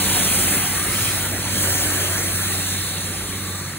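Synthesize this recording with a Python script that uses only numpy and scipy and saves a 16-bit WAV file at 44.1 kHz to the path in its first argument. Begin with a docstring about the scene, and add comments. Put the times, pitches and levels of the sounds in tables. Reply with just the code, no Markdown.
"""Passing street sweeper

A street sweeper truck rolls slowly past on a wet road, heard from the pavement in two channels.
Its six-cylinder diesel is a harmonic series on the cycle rate; the suction fan is a wavering tone, narrow bands
and broad flow noise; brushes and spray are dense ticks over smooth noise, filtered into treble bands.
A bin shades the treble for a moment and throws hiss back; then the truck draws away and its levels sink.
"""
import sys
import numpy as np
from scipy import signal
from scipy.fft import rfft, irfft, next_fast_len
from scipy.io import wavfile

SR = 44100
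rng = np.random.default_rng(int(sys.argv[2]) if len(sys.argv) > 2 else 0)


def master_out(mix):
    """Clip the mix to full scale and print it as 16-bit PCM to the path in sys.argv[1]."""
    frames = np.transpose(np.atleast_2d(mix))
    ceiling = np.clip(frames, -1, 1)
    pcm = np.round(ceiling * 32767).astype(np.int16)
    wavfile.write(sys.argv[1], SR, pcm)


N = 166698   # samples

# Engine firing, sagging a little in pitch as the truck goes by:
# (time [s], firing rate [Hz], level of the firing tone [dB])
ENGINE_FIRING = [(0, 95.3, -34), (.4, 95.2, -34.5), (.75, 95.15, -37), (1.1, 95.05, -34), (1.4, 95, -32.5),
                 (1.75, 94.9, -33), (2.1, 94.8, -31.5), (2.7, 94.5, -33), (3.3, 94.3, -37),
                 (3.78, 94.3, -36.5)]
# Exhaust harmonics: (multiple of the cycle rate [-], level re the firing tone [dB], slow waver [dB])
EXHAUST_TONES = [(3, -29, 3.5), (4, -21.5, 6.5), (5, -33, 3), (6, 0.5, 1.0), (7, -15, 6), (8, -17.5, 4),
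                 (9, -13.5, 3.5), (11, -17, 4.5), (13, -19.5, 2), (14, -15, 1), (15, -15, 2.5),
                 (18, -22, 7), (20, -18, 4.5), (22, -16.5, 2.5), (26, -28.5, 1.5), (33, -26, 1),
                 (36, -20.5, 3.5)]
# Harmonics that swell on their own: (multiple of the cycle rate [-])
SWELLING_MULTIPLES = (10, 12, 24)
# Tones that swell as the paths to the pavement change: (time [s], 10th multiple level [dB],
# 12th multiple level [dB], fan hum level [dB], 24th multiple level [dB])
TONE_SWELLS = [(0, -40, -31.5, -38, -49), (.15, -46, -38, -39, -43), (.3, -53, -33.5, -48, -49),
               (.42, -41, -39, -32, -38), (.6, -40, -42, -51, -46), (.8, -41, -41.5, -46, -56),
               (1.0, -46, -40, -54, -55), (1.2, -46, -46, -46, -49), (1.5, -47, -37.5, -42.5, -49),
               (1.7, -51, -39, -45, -40), (1.85, -54, -50, -35, -44), (2.0, -47, -52, -42.5, -41),
               (2.2, -42, -42, -42, -44), (2.4, -45, -41.5, -53.5, -49), (2.6, -40.5, -40.5, -51, -46),
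               (2.8, -45, -42, -45.5, -54), (3.1, -41, -45, -60, -51), (3.35, -48, -40, -52, -49),
               (3.78, -49, -45, -54, -62)]
# Faint upper tones as narrow bands, before the passing gain; 760 Hz is the engine's 48th cycle multiple,
# broadened: (frequency [Hz], rms level [dB], width [Hz])
UPPER_NARROW_TONES = [(760, -53, 22), (1147, -55, 16)]
# Hollow band that slides in pitch: (time [s], centre frequency [Hz], level [dB])
HOLLOW_BAND = [(0, 1150, -47), (.65, 1130, -53), (.8, 1164, -36.5), (.95, 1270, -37.5), (1.1, 1383, -42),
               (1.25, 1410, -40), (1.35, 1420, -47), (2.9, 1250, -62), (3.15, 1195, -43), (3.35, 1130, -45),
               (3.55, 1170, -41), (3.78, 1160, -54)]
# Noise levels as the truck passes: (time [s], body rumble [dB], suction roar [dB], intake whoosh [dB],
# duct ring [dB], brush hiss [dB], spray [dB], fine mist [dB])
PASSING_LEVELS = [(0, -32, -30, -31.2, -30, -28, -24.5, -24),
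                  (0.25, -31, -30.2, -30, -31.5, -26, -22, -23.5),
                  (0.55, -30, -29, -31.5, -34, -28, -22.5, -22.5),
                  (0.68, -34, -31, -33, -37, -30.5, -26, -27),
                  (0.85, -33.5, -30.5, -34.5, -35.5, -31.5, -26.5, -28.6),
                  (1.05, -32.5, -30.5, -32, -34, -29.5, -25, -25.5),
                  (1.25, -35.5, -32, -36, -35, -32, -28, -28.5),
                  (1.36, -31, -34.5, -39, -39, -34.5, -31.5, -32),
                  (1.43, -35.5, -35.5, -37, -37, -33.5, -31, -35),
                  (1.52, -34, -32.5, -35, -34.5, -29.5, -28, -30),
                  (1.62, -31.5, -31.5, -34.5, -34.5, -26, -24, -23.5),
                  (1.8, -34, -31, -33.5, -36, -28, -25.5, -25),
                  (2.05, -34, -31.5, -33.5, -35, -29.5, -27.5, -28),
                  (2.2, -34, -33, -36.5, -37, -29.5, -28.5, -28.5),
                  (2.45, -37, -33.5, -34, -35, -31.5, -27.5, -29),
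                  (2.7, -38, -34, -36, -33, -31, -29.5, -31.5),
                  (2.95, -35.5, -36, -39, -33, -34, -30, -33.4),
                  (3.15, -37, -37.5, -39.5, -38.5, -36, -32, -37),
                  (3.4, -36, -37.5, -39.5, -38.5, -36.5, -33.5, -35),
                  (3.6, -40, -36.5, -46, -38, -36.5, -37.5, -37),
                  (3.78, -37.5, -38.5, -43.5, -43.5, -39, -37.2, -42)]
# Body panels' drone: (time [s], level [dB])
PANEL_LEVEL = [(0, -37), (.15, -34), (.45, -36), (.62, -35.5), (.8, -38), (1.15, -38.5), (1.45, -38.5),
               (1.7, -34.5), (1.95, -35.5), (2.2, -37), (2.5, -39.5), (2.8, -42), (3.15, -43.5),
               (3.4, -44.5), (3.6, -43.5), (3.78, -48)]
# Relative spectra of the noises, each: (frequency [Hz], spectral density [dB per Hz])
ROAR_SPECTRUM = [(700, -12), (950, -13), (1100, -4), (1300, -2), (1700, 0.5), (2100, -0.5), (2600, -8),
                 (3300, -16.5)]
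WHOOSH_SPECTRUM = [(1900, -12), (2350, -0.5), (2700, 1.5), (3050, -0.5), (3350, 3.5), (3900, -60)]
DUCT_SPECTRUM = [(3000, -54), (3500, -0.5), (3950, 2.5), (4300, 0), (4700, -14), (5500, -91)]
HISS_SPECTRUM = [(4000, -10), (4650, -3), (5200, -4), (6200, 1.5), (6800, -0.5), (7300, 0.5), (8200, 0),
                 (9200, -9.5)]
SPRAY_SPECTRUM = [(7800, -17), (8500, -3.5), (9300, 0), (10300, 1.5), (10900, 2), (11500, 1), (12500, -18)]
MIST_SPECTRUM = [(11000, -21), (11900, -2), (13000, -2.5), (14000, -2), (15000, -8.5), (16000, -1)]
DISC_SPECTRUM = [(1150, -19), (1450, -4), (1650, -2), (1850, -5), (2300, -25)]
RUMBLE_SPECTRUM = [(18, -32), (25, -20), (35, -14), (48, -0.5), (110, -2), (230, -2.5), (400, -5),
                   (520, -8.5), (700, -22)]
PANEL_SPECTRUM = [(420, -14), (560, -1.5), (750, -1.5), (950, -3), (1150, -6.5), (1500, -22)]
THROWN_SPECTRUM = [(4300, -24), (4700, 0), (5600, 4), (6000, -18)]
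# Bearing of the intake: (time [s], extra phase of the right channel [half turns])
INTAKE_BEARING = [(0, 0.12), (.7, 0.086), (1.4, -0.21), (1.7, -0.44), (2.3, -.55), (2.8, -0.0034),
                  (3.78, -0.092)]
# Left-right likeness by frequency: (frequency [Hz], likeness 0-1 [-], phase of the right channel [half turns])
CHANNEL_LIKENESS = [(20, .995, 0.0), (350, .985, 0.0), (700, .84, -.03), (1100, .7, .03), (1500, .9, .04),
                    (1900, .97, 0.0), (2500, .45, -.3), (3200, .45, -.6), (4300, .35, -.4),
                    (4800, .9, -.97), (5000, .98, -1), (5450, .96, -1), (5900, .68, -1.3),
                    (7200, .78, -1.8), (7700, .998, -2), (8950, .998, -2), (9700, .8, -2.3),
                    (11200, .85, -2.75), (11800, .998, -3), (13200, .998, -3), (14000, .72, -3.4),
                    (14800, .72, -3.75), (15250, .998, -4), (17000, .998, -4)]
# Balance of the channels: (frequency [Hz], left minus right level [dB])
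CHANNEL_TILT = [(60, -2), (110, -1.0), (200, -2.5), (380, -1.5), (700, 0.5), (1290, 1), (2380, -1),
                (4400, -0.5), (8120, 0.0), (15000, -0.5)]

CYLINDERS = 6   # firings per engine cycle
UPPER_FROM = 12   # exhaust tones in EXHAUST_TONES from this multiple up follow the body rumble's level
TONE_WAVER_HZ = 1.94
FIRING_ROUGH, FIRING_ROUGH_HZ = .04, 9   # unevenness of the firings: share, speed
FAN_HZ, FAN_WANDER_HZ = 294.5, 4   # mean pitch, spread of its wander
HOLLOW_WIDTH_HZ = 120
BRISTLES_PER_S, BRISTLE_SPREAD_DB, BRISTLE_SHARE = 9000, 1.5, .32   # share of the power in ticks
SPURT_DB, SPURT_HZ = .35, 14   # spread and speed of the water's spurts
DISC_DB, DISC_THROB_DB = -38.5, 5.5   # mean level and swing either way
DISC_TURNS_HZ, DISC_PEAK_S = 4.34, 1.93
DISC_NEAR_S, DISC_NEAR_WIDTH_S = 2.07, .49
THROWN_DB, THROWN_S, THROWN_WIDTH_S = -41, 1.054, .16
CUTOFF_HZ = 15740


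def engine(near_db):
    """Harmonic series: uneven cylinders sound multiples of the cycle rate, wavering as the paths change."""
    firing_hz, firing_db = in_time(ENGINE_FIRING)
    tenth_db, twelfth_db, _, top_db = in_time(TONE_SWELLS)
    cycles = np.cumsum(firing_hz) / SR / CYLINDERS

    def harmonic(multiple, level_db):
        return np.sqrt(2) * amp(level_db) * np.sin(2 * np.pi * (multiple * cycles + rng.random()))

    tones = np.zeros(N)
    for multiple, level_db in zip(SWELLING_MULTIPLES, (tenth_db, twelfth_db, top_db)):
        tones += harmonic(multiple, level_db)
    for multiple, relative_db, waver_db in EXHAUST_TONES:
        base_db = firing_db if multiple < UPPER_FROM else firing_db.mean() + near_db
        tones += harmonic(multiple, base_db + relative_db + waver_db * drift(TONE_WAVER_HZ))
    return tones * (1 + FIRING_ROUGH * drift(FIRING_ROUGH_HZ))


def fan_hum(near_db):
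    """Frequency and amplitude modulation broaden the fan's main tone; narrow noise bands lie above it."""
    pitch_hz = FAN_HZ + FAN_WANDER_HZ * drift(3.18)
    wobble = 1 + .3 * drift(6.0)
    main_db = in_time(TONE_SWELLS)[2]
    main = amp(main_db) * np.sqrt(2) * wobble * np.sin(2 * np.pi * np.cumsum(pitch_hz) / SR)
    upper = sum(amp(db) * narrow(hz, width_hz) for hz, db, width_hz in UPPER_NARROW_TONES)
    hollow_hz, hollow_db = in_time(HOLLOW_BAND)
    return main + amp(near_db) * upper + amp(hollow_db) * narrow(hollow_hz, HOLLOW_WIDTH_HZ)


def suction_roar(level_db):
    """Flow noise: chance pressure fluctuations form a broad band that swells unevenly."""
    return amp(level_db) * coloured(white(), ROAR_SPECTRUM, slow_db=.1, fast_db=2.0, count=7)


def intake(whoosh_db, duct_db):
    """Phase rotation: whoosh and duct ring take a moving extra phase in the right channel."""
    whoosh = amp(whoosh_db) * coloured(white(), WHOOSH_SPECTRUM, slow_db=1.8, fast_db=2.5, count=8)
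    duct = amp(duct_db) * coloured(white(), DUCT_SPECTRUM, slow_db=1.0, fast_db=.5, count=8)
    left, right = stereo(*(whoosh + duct))
    analytic = signal.hilbert(right, next_fast_len(N))[:N]
    turn = np.exp(1j * np.pi * in_time(INTAKE_BEARING)[0])
    return np.array([left, np.real(analytic * turn)])


def brush_and_spray(hiss_db, spray_db, mist_db):
    """Shot noise: impacts of bristles and droplets fill three treble bands that share the water's spurts."""
    spurt = amp(SPURT_DB * drift(SPURT_HZ))
    hiss = amp(hiss_db) * coloured(bristles(), HISS_SPECTRUM, slow_db=-.2, fast_db=1.98, count=9)
    spray = amp(spray_db) * coloured(bristles(), SPRAY_SPECTRUM, slow_db=.6, fast_db=.4, count=10)
    mist = amp(mist_db) * coloured(bristles(), MIST_SPECTRUM, slow_db=.5, fast_db=.4, count=10)
    return spurt * (hiss + spray + mist)


def bristles():
    """Random superposition: dense ticks of either sign and uneven size over smooth spray noise."""
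    size_db = BRISTLE_SPREAD_DB * np.minimum(rng.exponential(1, (2, N)), 5)
    sizes = amp(size_db) * rng.choice([-1, 1], (2, N))
    ticks = rms_one(sizes * (rng.random((2, N)) < BRISTLES_PER_S / SR))
    return np.sqrt(BRISTLE_SHARE) * ticks + np.sqrt(1 - BRISTLE_SHARE) * white()


def brush_disc():
    """Periodic modulation: the side brush's disc rings in the scrub once a turn while it is near."""
    t = np.arange(N) / SR
    throb_db = DISC_THROB_DB * np.cos(2 * np.pi * DISC_TURNS_HZ * (t - DISC_PEAK_S))
    level = amp(DISC_DB + throb_db) * flat_topped(DISC_NEAR_S, DISC_NEAR_WIDTH_S)
    return level * coloured(bristles(), DISC_SPECTRUM, slow_db=1.0, fast_db=2.5, count=6)


def body(rumble_db):
    """Structural radiation: low body rumble and the panels' drone, as two bands of filtered noise."""
    rumble = amp(rumble_db) * coloured(white(), RUMBLE_SPECTRUM, slow_db=.5, fast_db=2.3, count=3)
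    panel_db = in_time(PANEL_LEVEL)[0]
    return rumble + amp(panel_db) * coloured(white(), PANEL_SPECTRUM, slow_db=2.0, fast_db=3.0, count=6)


def bin_reflection():
    """Reflection: hiss thrown back by the bin swells briefly, alike in both channels."""
    hiss = coloured(white(), THROWN_SPECTRUM, slow_db=1.0, fast_db=2.5, count=6)[0]
    return amp(THROWN_DB) * flat_topped(THROWN_S, THROWN_WIDTH_S) * hiss


def stereo(direct, diffuse):
    """Partial coherence: the right channel is the left's sound turned in phase, plus an unrelated part."""
    size = next_fast_len(N + 4096)
    hz = np.arange(size // 2 + 1) * SR / size + 1e-3
    at, likeness, half_turns = np.transpose(CHANNEL_LIKENESS)
    alike = np.clip(np.interp(hz, at, likeness), 0, 1)
    turn = np.exp(1j * np.pi * np.interp(hz, at, half_turns))
    tilt_hz, tilt_db = np.transpose(CHANNEL_TILT)
    lean = amp(np.interp(np.log(hz), np.log(tilt_hz), tilt_db) / 2)   # half the difference to each channel
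    shared, unrelated = rfft(direct, size), rfft(diffuse, size)
    left = shared * lean
    right = (alike * shared + np.sqrt(1 - alike ** 2) * unrelated) * turn / lean
    return irfft([left, right], size)[:, :N]


def coloured(raw, spectrum, slow_db, fast_db, count):
    """Spectral shaping: filter a pair of sounds; count bands an octave swell independently; rms 1."""
    size = next_fast_len(N, True)
    hz = np.arange(size // 2 + 1) * SR / size + 1e-3
    at, db = np.transpose(spectrum)
    gain = amp(np.interp(np.log(hz), np.log(at), db, left=-99, right=-99))
    shaped = rfft(raw, size) * gain
    place = count * np.log2(hz / at[0])
    out = np.zeros((2, N))
    for k in range(int(count * np.log2(at[-1] / at[0])) + 2):
        overlap = np.clip(1 - abs(place - k), 0, 1)   # triangular bands that sum to one
        band = irfft(shaped * overlap, size)[:, :N]
        out += band * amp(slow_db * drift(1.63) + fast_db * drift(18.3))
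    return rms_one(out)


def narrow(hz, width_hz):
    """Quadrature modulation: slow noise pairs on a carrier make a narrow band around its pitch; rms 1."""
    r = np.exp(-np.pi * width_hz / SR)
    slow = signal.lfilter([1], [1, -2 * r, r * r], rng.standard_normal((2, N + SR)))[:, SR:]
    phase = 2 * np.pi * np.cumsum(hz + np.zeros(N)) / SR
    return rms_one(slow[0] * np.cos(phase) + slow[1] * np.sin(phase))


def drift(rate_hz):
    """Low-pass noise: a slow chance modulation of spread 1, made at every 40th sample."""
    r = np.exp(-80 * np.pi * rate_hz / SR)
    slow = signal.lfilter([1], [1, -2 * r, r * r], rng.standard_normal(N // 40 + 2002))[2000:]
    return np.interp(np.arange(N) / 40, np.arange(len(slow)), rms_one(slow))


def white():
    """White noise: two independent signals of equal power at every frequency."""
    return rng.standard_normal((2, N))


def flat_topped(centre_s, width_s):
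    """Envelope: a smooth rise and fall with a broad top."""
    return np.exp(-((np.arange(N) / SR - centre_s) / width_s) ** 4)


def in_time(rows):
    """Linear interpolation: the columns of a table as curves over the samples."""
    s, *columns = np.transpose(rows)
    return [np.interp(np.arange(N) / SR, s, column) for column in columns]


def amp(db):
    """Decibel law: 20 dB is a tenfold amplitude."""
    return 10 ** (np.asarray(db) / 20)


def rms_one(x):
    """Normalization: scale to a root mean square of 1."""
    return x / np.sqrt(np.mean(x ** 2) + 1e-20)


def scene():
    """Superposition: the truck's sources add in the two channels."""
    rumble_db, roar_db, whoosh_db, duct_db, hiss_db, spray_db, mist_db = in_time(PASSING_LEVELS)
    near_db = rumble_db - rumble_db.mean()
    tones = engine(near_db) + fan_hum(near_db)
    direct, diffuse = (suction_roar(roar_db) + brush_and_spray(hiss_db, spray_db, mist_db)
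                       + brush_disc() + body(rumble_db))
    return stereo(tones + direct, diffuse) + intake(whoosh_db, duct_db) + bin_reflection()


def record(dry):
    """Band limiting: a steep elliptic low-pass cuts the top."""
    return signal.sosfilt(signal.ellip(14, .3, 70, CUTOFF_HZ, fs=SR, output="sos"), dry)


dry = scene()
out = record(dry)
master_out(out)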